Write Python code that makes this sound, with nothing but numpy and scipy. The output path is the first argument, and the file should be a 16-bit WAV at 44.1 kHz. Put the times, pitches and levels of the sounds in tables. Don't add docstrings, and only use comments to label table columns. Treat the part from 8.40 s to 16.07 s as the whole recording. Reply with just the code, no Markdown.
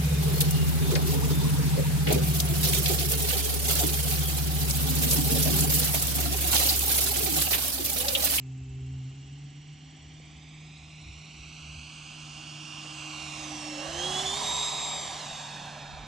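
import sys
import numpy as np
from scipy import signal
from scipy.fft import rfft, irfft, next_fast_len
from scipy.io import wavfile
from scipy.ndimage import uniform_filter1d, map_coordinates

SR = 44100
rng = np.random.default_rng(int(sys.argv[2]) if len(sys.argv) > 2 else 0)


def file_out(sig):
    cols = np.atleast_2d(sig).T
    lim = np.clip(cols, -1, 1)
    pcm = np.round(lim * 32767).astype(np.int16)
    wavfile.write(sys.argv[1], SR, pcm)


N = 338230
TIME = np.arange(N) / SR
FRAME = 1024
TOP_HZ = 15500

# (time [s], shaft rate [Hz])
SHAFT_SPEED = [(0, 296.5), (.38, 298), (.6, 312.5), (1, 313.6), (3, 312.6), (4, 311.7), (4.6, 310.4),
               (4.9, 308.6), (5.2, 303.7), (5.3, 301.6), (5.385, 297.3), (5.43, 312.4), (5.5, 324.5),
               (5.57, 345.5), (5.65, 364.3), (5.71, 369), (5.82, 383.5), (5.91, 389), (5.98, 412),
               (6.05, 416), (6.17, 418.6), (6.55, 416.1), (6.85, 413.6), (7.3, 411.9), (7.67, 412.5)]
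BLADES, INERTIA_S = 9, .025
# (time [s], shaft tone [dB], blade tone [dB], its 2nd harmonic [dB], its 3rd harmonic [dB])
ROTOR_LEVELS = [(0, -72, -69, -95, -105), (.6, -81, -67, -74, -105), (1.9, -81, -67.5, -72.5, -105),
                (2.2, -82, -66, -78, -105), (2.5, -82, -68, -70, -100), (2.9, -82, -66, -66, -95),
                (3.4, -66, -79, -63, -66.5), (3.8, -58.5, -60, -59, -71), (4.3, -51, -53, -52.5, -75),
                (4.55, -47.5, -53.5, -55.5, -64), (4.8, -46.5, -49, -67, -66),
                (5.25, -41, -46.5, -50.5, -56), (5.54, -45, -49.5, -51, -72), (5.6, -44, -38.5, -52, -70),
                (5.78, -44, -33, -41.5, -62), (5.9, -45.5, -35, -41, -57), (6.1, -52.5, -35, -43, -62),
                (6.22, -53.5, -37, -42.5, -78), (6.55, -61.5, -42, -41.5, -83), (6.7, -64, -46, -51, -88),
                (6.84, -66, -53, -58, -90), (6.93, -71, -50, -54, -95), (7.08, -69, -54, -59, -100),
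                (7.17, -65, -51.5, -62, -100), (7.36, -66, -56.5, -66, -105), (7.43, -64, -48.5, -70, -105),
                (7.67, -77, -49, -75, -105)]
# (time [s], 1/e half length [s], depth [dB])
WHINE_DIPS = [(5.837, 0.014, -25), (5.69, 0.027, -3.5), (6.016, 0.031, -7), (6.31, 0.0067, -11)]
TRAIL_DB = -14
SWITCH_HZ, SWITCH_DB, SINGS_S, STOPS_S = 24000, -67, 5.8, 6.12

# (time [s], fan rush [dB], exhaust roar [dB])
FLOW_LEVELS = [(0, -64.5, -79), (.8, -59, -75.5), (1.6, -57, -68), (2.2, -54.5, -66), (2.6, -53, -65.5),
               (3.2, -49, -62), (3.8, -47.5, -59.5), (4.3, -45.5, -56), (5.05, -41.5, -47.5),
               (5.3, -43, -46.5), (5.5, -41.5, -41.5), (5.65, -37.5, -38.5), (5.8, -35, -37),
               (5.9, -35.5, -42), (6, -34.5, -38.5), (6.2, -35, -40), (6.6, -39, -42), (7, -42.5, -44),
               (7.67, -51.5, -46.5)]
# (frequency [Hz], density [dB per Hz])
RUSH_SPECTRUM = [(900, -22), (1500, -12), (1900, -6.5), (2300, 1), (3000, 1), (3700, 1), (4500, -3),
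                 (6500, -5.5), (8000, -12), (9500, -21), (10800, -25.5), (11800, -39), (14000, -37),
                 (15300, -62)]
# (frequency [Hz], density [dB per Hz])
ROAR_SPECTRUM = [(90, -13), (200, 0.5), (350, -8.5), (450, -15), (600, -5), (900, -8.5), (1250, -3.5),
                 (1450, -1.5), (1700, -7), (2300, -16.5), (4000, -46)]
# (frequency [Hz], left-right likeness [-1 to 1])
JET_LIKENESS = [(400, .99), (1000, .9), (2500, .93), (5000, .89), (9000, .72), (14000, .5)]
# (frequency [Hz], width [Hz], gain over the roar spectrum [dB])
DUCT_MODES = [(504, 6.3, -4), (772, 124, 8.5), (1032, 30, 2), (1106, 100, 2.5)]
# (start [s], end [s], from [Hz], to [Hz], 1/e half width [octaves], gain over the roar spectrum [dB])
HOWLS = [(5.28, 5.68, 558, 523, 0.07, 19), (5.45, 5.62, 670, 617, .1, 11),
         (5.63, 5.873, 772, 755, 0.106, 8.5), (5.95, 6.22, 1010, 1000, .1, 3),
         (5.9, 6.55, 968, 946, 0.11, 9)]
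HOWL_EDGE_S, HOWL_STAYS_DB = .04, 5
# (time [s], centre [Hz], gain over the rush spectrum [dB])
SWOOSH_BAND = [(4.4, 8200, 5), (4.6, 7700, 6), (4.85, 6700, 1), (5.1, 5830, 10), (5.3, 5450, 4),
               (5.45, 5400, 0)]
SWOOSH_WIDTH_HZ = 220
# (start [s], end [s], centre [Hz], 1/e half width [Hz], depth [dB])
FLOW_VALLEY = (5, 8, 1445, 103, -6)
TILT_PER_DB, FLAT_AT_DB, BEHIND_S, DULL_DB_PER_S = 0.83, -48.5, 6.86, 4.5
NEAR_TILT_DB, NEAR_S, NEAR_SPAN_S = 3, 5.27, 0.58
ROAR_TILT_DB, ROAR_DULL_DB_PER_S = -1, 1.2

# (time [s], notch spacing [Hz], strength [0-1])
GRASS_ECHO = [(0, 1190, .25), (.8, 1200, .35), (1.55, 1240, .5), (2, 1325, .62), (2.6, 1505, .72),
              (3, 1635, .8), (3.35, 1735, .8), (3.6, 1790, .68), (4.1, 1860, .55), (4.4, 1905, .52),
              (4.6, 1785, .55), (4.8, 1620, .52), (5.2, 1270, .4), (5.5, 1120, .35), (5.75, 1140, .3),
              (6, 1295, .45), (6.38, 1425, .5), (6.6, 1315, .48), (6.77, 1260, .4), (6.87, 955, .55),
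              (7.1, 920, .68), (7.3, 890, .45), (7.5, 865, .6), (7.67, 850, .55)]
# (frequency [Hz], share returned [0-1])
TURF_RETURN = [(1200, 1), (2600, 1), (3300, .7), (3900, 1), (7000, .95), (10000, .55), (14000, .2)]
GRAZING_TURN_RAD, CLIMB_TURN_RAD, CLIMB_S = 2.55, .85, 6.82

# (frequency [Hz], left over right [dB])
PORT_LEVELS = [(300, -.5), (450, -2.5), (700, -3.5), (1100, -14), (1450, -7), (1900, -6.5), (2400, -7),
               (3200, -4.5), (4500, -3.5), (5600, -5.5), (6600, -4.5), (7600, 10.5), (8500, -4.5),
               (15000, 2)]
# (frequency [Hz], left lead [rad])
PORT_PHASES = [(100, 0), (400, -.15), (850, -.45), (1100, .3), (1500, .9), (2100, -.1), (2700, .3),
               (4000, -.1), (5100, -1.1), (6400, -.3), (8000, -1), (10000, 2)]
SHADE_FAR, SHADE_ABEAM, ABEAM_S, BUILD_S, FADE_S = 0.5, 0.87, 5.48, 3.2, 0.9

# (time [s], firing rate [Hz], firing tone [dB])
ENGINE = [(0, 131.5, -38.5), (.67, 131.8, -39), (.74, 135.7, -44), (1.05, 143.4, -45.5), (1.52, 150.9, -52),
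          (1.9, 152.6, -49.5), (3.1, 152.8, -51), (5, 147.2, -50.5), (5.6, 147.2, -51), (6.2, 146.9, -53),
          (7.67, 146.5, -50)]
LOPE_S, STEADY_S, LOPES_PER_S, LOPE_DB = 0.738, 1.5, 7.85, 2.5
# (time [s], level [dB])
THROB_LEVEL = [(0, -62), (.25, -45), (.45, -47.5), (1.28, -63.5), (1.75, -54.5), (2.5, -59), (2.73, -45),
               (2.86, -66), (3.01, -45), (3.14, -59.5), (3.37, -46), (3.46, -60), (4.3, -66), (5.17, -55),
               (5.36, -77), (5.51, -53), (6.58, -58), (7.35, -73), (7.56, -52), (7.67, -73)]
# (start [s], end [s], end pitch [Hz], midway sag [Hz], level [dB])
FAINT_HUMS = [(.7, 2.4, 264, 0, -64), (.6, 1, 400, 0, -71), (3.1, 4.45, 248, 7, -63.5)]
HUM_FADE_S = .12

CHIRPS_PER_S, SLOWING_PER_S2 = 17.45, .15
TRILL_DB, GROWS_DB_PER_S, QUITS_S, QUIT_DB_PER_S = -74, 1, 3.9, 25

# (start [s], rise [s], t60 [s], noise level before rise and decay [dB])
SOFT_THUD = (4.443, .006, .16, -48)
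# (frequency [Hz], density [dB per Hz])
THUD_SPECTRUM = [(250, -30), (450, 0), (900, -2), (1900, -4), (2600, -20), (4000, -60)]
# (start [s], level before attack and decay [dB], pitch [Hz])
CLICKS = [(1.8, -43, 430), (7.164, -44, 9000), (7.262, -50, 10000)]
# (centre time [s], 1/e half length [s], from [Hz], to [Hz], peak [dB])
GRASS_CHIRP = (2.373, .006, 3400, 4700, -55)

# (frequency [Hz], density [dB per Hz])
FIELD_SPECTRUM = [(50, -44), (100, -8.5), (200, -11.5), (300, -15), (420, -22.5), (560, -34), (700, -25),
                  (780, -18), (860, -28.5), (1500, -31), (3000, -42), (7500, -27.5), (8400, -59),
                  (10000, -86)]
# (frequency [Hz], left-right likeness [-1 to 1])
FIELD_LIKENESS = [(300, 0.78), (600, 0.12), (1200, .1)]
# (centre time [s], noise level at the peak [dB], 1/e half length [s])
WIND_PUFFS = [(.38, -56, 0.09), (4.36, -72, .06), (5.533, -59, 0.15), (6.05, -66, 0.1014),
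              (7.567, -50, 0.079)]
FIELD_DB, BREEZE_DB = -57.0, -72.5


def amp(db):
    return 10 ** (np.asarray(db) / 20)


def unit(x):
    return x / np.sqrt(np.mean(np.abs(x) ** 2) + 1e-20)


def along(points, hz):
    f, v = np.transpose(points)
    return np.interp(np.log(hz + 1), np.log(f + 1), v)


def curves(rows, t=TIME):
    s, *cols = np.transpose(rows)
    return [np.interp(t, s, c) for c in cols]


def bell(x):
    return np.exp(-x ** 2)


def window(t, start, end, edge):
    return (np.tanh((t - start) / edge) - np.tanh((t - end) / edge)) / 2


def wobble(rate):
    knots = rng.standard_normal(int(N * rate / SR) + 4)
    return map_coordinates(knots, [TIME * rate])


def filtered(x, response):
    m = next_fast_len(N + 8192)
    return irfft(rfft(x, m) * response(np.fft.rfftfreq(m, 1 / SR)), m)[..., :N]


def likeness_angle(alike, hz):
    return np.arccos(np.clip(along(alike, hz), -1, 1)) / 2


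def noise(spectrum, alike):
    def response(hz):
        angle = likeness_angle(alike, hz)
        return amp(along(spectrum, hz)) * [np.cos(angle), np.sin(angle)]
    mid, side = filtered(rng.standard_normal((2, N)), response)
    return unit(np.array([mid + side, mid - side]))


def tone(hz, db, drift, flutter_db, rate):
    phase = 2 * np.pi * np.cumsum(hz) / SR + drift * wobble(rate)
    return np.sqrt(2) * amp(db + flutter_db * wobble(rate)) * np.sin(phase)


def shaft():
    return uniform_filter1d(curves(SHAFT_SPEED)[0], round(INERTIA_S * SR), mode="nearest")


def rotor():
    shaft_hz = shaft()
    shaft_db, *blade_dbs = curves(ROTOR_LEVELS)
    whine = tone(shaft_hz, shaft_db, drift=0.3, flutter_db=1.5, rate=15)
    dips_db = sum(db * bell((TIME - s) / length) for s, length, db in WHINE_DIPS)
    acceleration = uniform_filter1d(np.gradient(shaft_hz) * SR, SR // 10)
    surge = np.clip(acceleration / 150, 0, 1)
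    for harmonic, db in enumerate(blade_dbs, 1):
        breakup_db = 3 * surge * (harmonic == 2)
        whine = whine + tone(harmonic * BLADES * shaft_hz, db + dips_db - breakup_db / 2,
                             drift=0.33 + .3 * surge, flutter_db=1.13 + surge + breakup_db, rate=28)
    trail = tone((BLADES - 1) * shaft_hz, blade_dbs[0] + TRAIL_DB, drift=1.5, flutter_db=3, rate=40)
    switching = tone(SWITCH_HZ - 3 * BLADES * shaft_hz, SWITCH_DB, drift=.3, flutter_db=2, rate=28)
    return whine + surge * trail + window(TIME, SINGS_S, STOPS_S, .04) * switching


def fan_rush(hz, t, rush_db, behind_s):
    tilt_db = TILT_PER_DB * (rush_db - FLAT_AT_DB) - DULL_DB_PER_S * behind_s
    tilt_db = tilt_db + NEAR_TILT_DB * bell((t - NEAR_S) / NEAR_SPAN_S)
    octaves = np.log2(1 + np.minimum(hz, 10000) / 4000)
    blade_hz = BLADES * curves(SHAFT_SPEED, t)[0]
    hump = 1 + 0.55 * window(t, -np.inf, BEHIND_S, 0.29) * bell((hz - blade_hz) / 400)
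    swoosh_hz, swoosh_db = curves(SWOOSH_BAND, t)
    swoosh = amp(swoosh_db * bell((hz - swoosh_hz) / SWOOSH_WIDTH_HZ))
    return amp(along(RUSH_SPECTRUM, hz) + tilt_db * octaves) * hump * swoosh


def exhaust_roar(hz, t, behind_s):
    def peak(howl_hz, width):
        return bell(np.log2((hz + 1) / howl_hz) / width)
    modes_db = sum(db / (1 + (2 * (hz - mode_hz) / width_hz) ** 2) for mode_hz, width_hz, db in DUCT_MODES)
    for start, end, from_hz, to_hz, width, db in HOWLS:
        howl_hz = np.interp(t, [start, end], [from_hz, to_hz])
        modes_db = modes_db + db * window(t, start, end, HOWL_EDGE_S) * peak(howl_hz, width)
    _, end, _, last_hz, width, _ = HOWLS[-1]
    modes_db = modes_db + HOWL_STAYS_DB * window(t, end, np.inf, HOWL_EDGE_S) * peak(last_hz, width)
    tilt_db = ROAR_TILT_DB - ROAR_DULL_DB_PER_S * behind_s
    octaves = np.log2(np.clip(hz, 400, 1300) / 750)
    return amp(along(ROAR_SPECTRUM, hz) + modes_db + tilt_db * octaves)


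def patches(shape, bins, frames):
    rough = rng.standard_normal(shape)
    return unit(uniform_filter1d(uniform_filter1d(rough, bins, 0), frames, 1))


def grass_comb(hz, t, shape):
    spacing_hz, strength = curves(GRASS_ECHO, t)
    turn_rad = GRAZING_TURN_RAD + (CLIMB_TURN_RAD - GRAZING_TURN_RAD) * window(t, CLIMB_S, np.inf, .05)
    echo = np.clip(strength, 0, 1) * along(TURF_RETURN, hz)
    echo = echo * np.exp(-1j * (2 * np.pi * hz / spacing_hz + turn_rad))
    echo = echo * np.clip(1 + 0.18 * patches(shape, 25, 16), 0, 1.2)
    return (1 + echo) / np.sqrt(1 + strength ** 2)


def port_shade(hz, t):
    span_s = np.where(t < ABEAM_S, BUILD_S, FADE_S)
    shading = SHADE_FAR + SHADE_ABEAM * np.exp(-np.abs(t - ABEAM_S) / span_s)
    return amp(shading * along(PORT_LEVELS, hz) / 2) * np.exp(.5j * along(PORT_PHASES, hz))


def jet():
    sources = np.array([*rng.standard_normal((2, N)), rotor()])
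    hz, t, (mid_noise, side_noise, whine) = signal.stft(sources, SR, nperseg=FRAME)
    hz = hz[:, None]
    rush_db, roar_db = curves(FLOW_LEVELS, t)
    behind_s = np.clip(t - BEHIND_S, 0, None)

    def per_bin(gain):
        return gain / np.sqrt(np.mean(gain ** 2, axis=0))
    rush = amp(rush_db) * per_bin(fan_rush(hz, t, rush_db, behind_s))
    roar = amp(roar_db) * per_bin(exhaust_roar(hz, t, behind_s))
    start, end, valley_hz, width_hz, depth_db = FLOW_VALLEY
    valley = amp(depth_db * window(t, start, end, 0.12) * bell((hz - valley_hz) / width_hz))
    comb = grass_comb(hz, t, whine.shape)
    flow = np.hypot(rush, roar) * valley * comb * amp(0.75 * patches(whine.shape, 9, 4))
    angle = likeness_angle(JET_LIKENESS, hz)
    mid = mid_noise * flow * np.cos(angle) + whine * comb
    side = side_noise * flow * np.sin(angle)
    shade = port_shade(hz, t)
    ports = np.array([(mid + side) * shade, (mid - side) / shade])
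    return signal.istft(ports, SR, nperseg=FRAME)[1][:, :N]


def drone():
    hz, db = curves(ENGINE)
    loping = window(TIME, LOPE_S - .05, STEADY_S, .05)
    lope_db = -LOPE_DB * loping * np.cos(2 * np.pi * LOPES_PER_S * (TIME - LOPE_S))
    tones = tone(hz, db + lope_db, drift=.25, flutter_db=1.5, rate=10)
    tones = tones + tone(2 * hz, 1.132 * db - 10.0, drift=0.7, flutter_db=-1.0, rate=10)
    tones = tones + tone(3 * hz, 2 * db + 11.5, drift=0.55, flutter_db=4.0, rate=6.4)
    for start, end, end_hz, sag_hz, hum_db in FAINT_HUMS:
        progress = np.clip((TIME - start) / (end - start), 0, 1)
        hum_hz = end_hz - sag_hz * np.sin(np.pi * progress)
        hum = tone(hum_hz, hum_db, drift=0.6, flutter_db=2.5, rate=9.1)
        tones = tones + window(TIME, start, end, HUM_FADE_S) * hum
    throb_spectrum = [(45, -29.5), (68, -9.5), (76, -2.5), (84, -21.0), (115, -23.0), (300, -90)]
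    throb = amp(*curves(THROB_LEVEL)) * noise(throb_spectrum, [(76, 1.0)])
    ports_db = [[-.2], [.2]]
    return tones * amp(ports_db) + throb


def katydid():
    cycle = (np.cumsum(CHIRPS_PER_S - SLOWING_PER_S2 * TIME) / SR + .98) % 1
    db = TRILL_DB + GROWS_DB_PER_S * TIME - QUIT_DB_PER_S * np.clip(TIME - QUITS_S, 0, None)
    stroke = np.exp(-((cycle - .2) / 0.16) ** 4)
    teeth = amp(2.5 * wobble(500))
    pitch_hz = 7800 - 900 * (np.clip(cycle, 0, .4) - .2)
    trill = unit(stroke * teeth * np.sin(2 * np.pi * np.cumsum(pitch_hz) / SR))
    ports_db = [[.5], [-.5]]
    return amp(db + wobble(11)) * trill * amp(ports_db)


def thud():
    start, rise, t60, db = SOFT_THUD
    u = np.clip(TIME - start, 0, None)
    envelope = amp(db - 60 * u / t60) * (1 - np.exp(-u / rise))
    return envelope * noise(THUD_SPECTRUM, [(1000, 1.0)])


def ticks():
    out, t = np.zeros(N), np.arange(512) / SR
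    for start, db, hz in CLICKS:
        walk = rng.standard_normal(len(t)).cumsum()
        roughness = .5 * uniform_filter1d(walk, int(SR / hz / 2) + 1) * np.sqrt(hz / 9000)
        ring = np.sin(2 * np.pi * hz * t + roughness)
        envelope = amp(db - 60 * t / (.003 + 6 / hz)) * (1 - np.exp(-t * hz / 0.2))
        out[round(start * SR):][:len(t)] += envelope * ring
    return out


def chirp():
    centre, half_length, from_hz, to_hz, db = GRASS_CHIRP
    u = (TIME - centre) / half_length
    hz = from_hz + (to_hz - from_hz) * np.clip((u + 1) / 2, 0, 1)
    return amp(db) * np.exp(-u ** 4) * np.sin(2 * np.pi * np.cumsum(hz) / SR)


def field():
    puffs = sum(amp(db) * bell((TIME - s) / half) for s, db, half in WIND_PUFFS)
    wind_spectrum = [(10, -19.5), (25, -16), (45, 6), (70, -6.0), (120, -32), (400, -70)]
    wind_level = amp(BREEZE_DB + 3 * wobble(3.4)) + puffs
    wind = wind_level * noise(wind_spectrum, [(25, -.2), (60, .4)])
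    return amp(FIELD_DB + .8 * wobble(3)) * noise(FIELD_SPECTRUM, FIELD_LIKENESS) + wind


def scene():
    return jet() + drone() + katydid() + thud() + ticks() + chirp() + field()


def record(dry):
    return filtered(dry, lambda hz: hz < TOP_HZ)


dry = scene()
out = record(dry)
file_out(out)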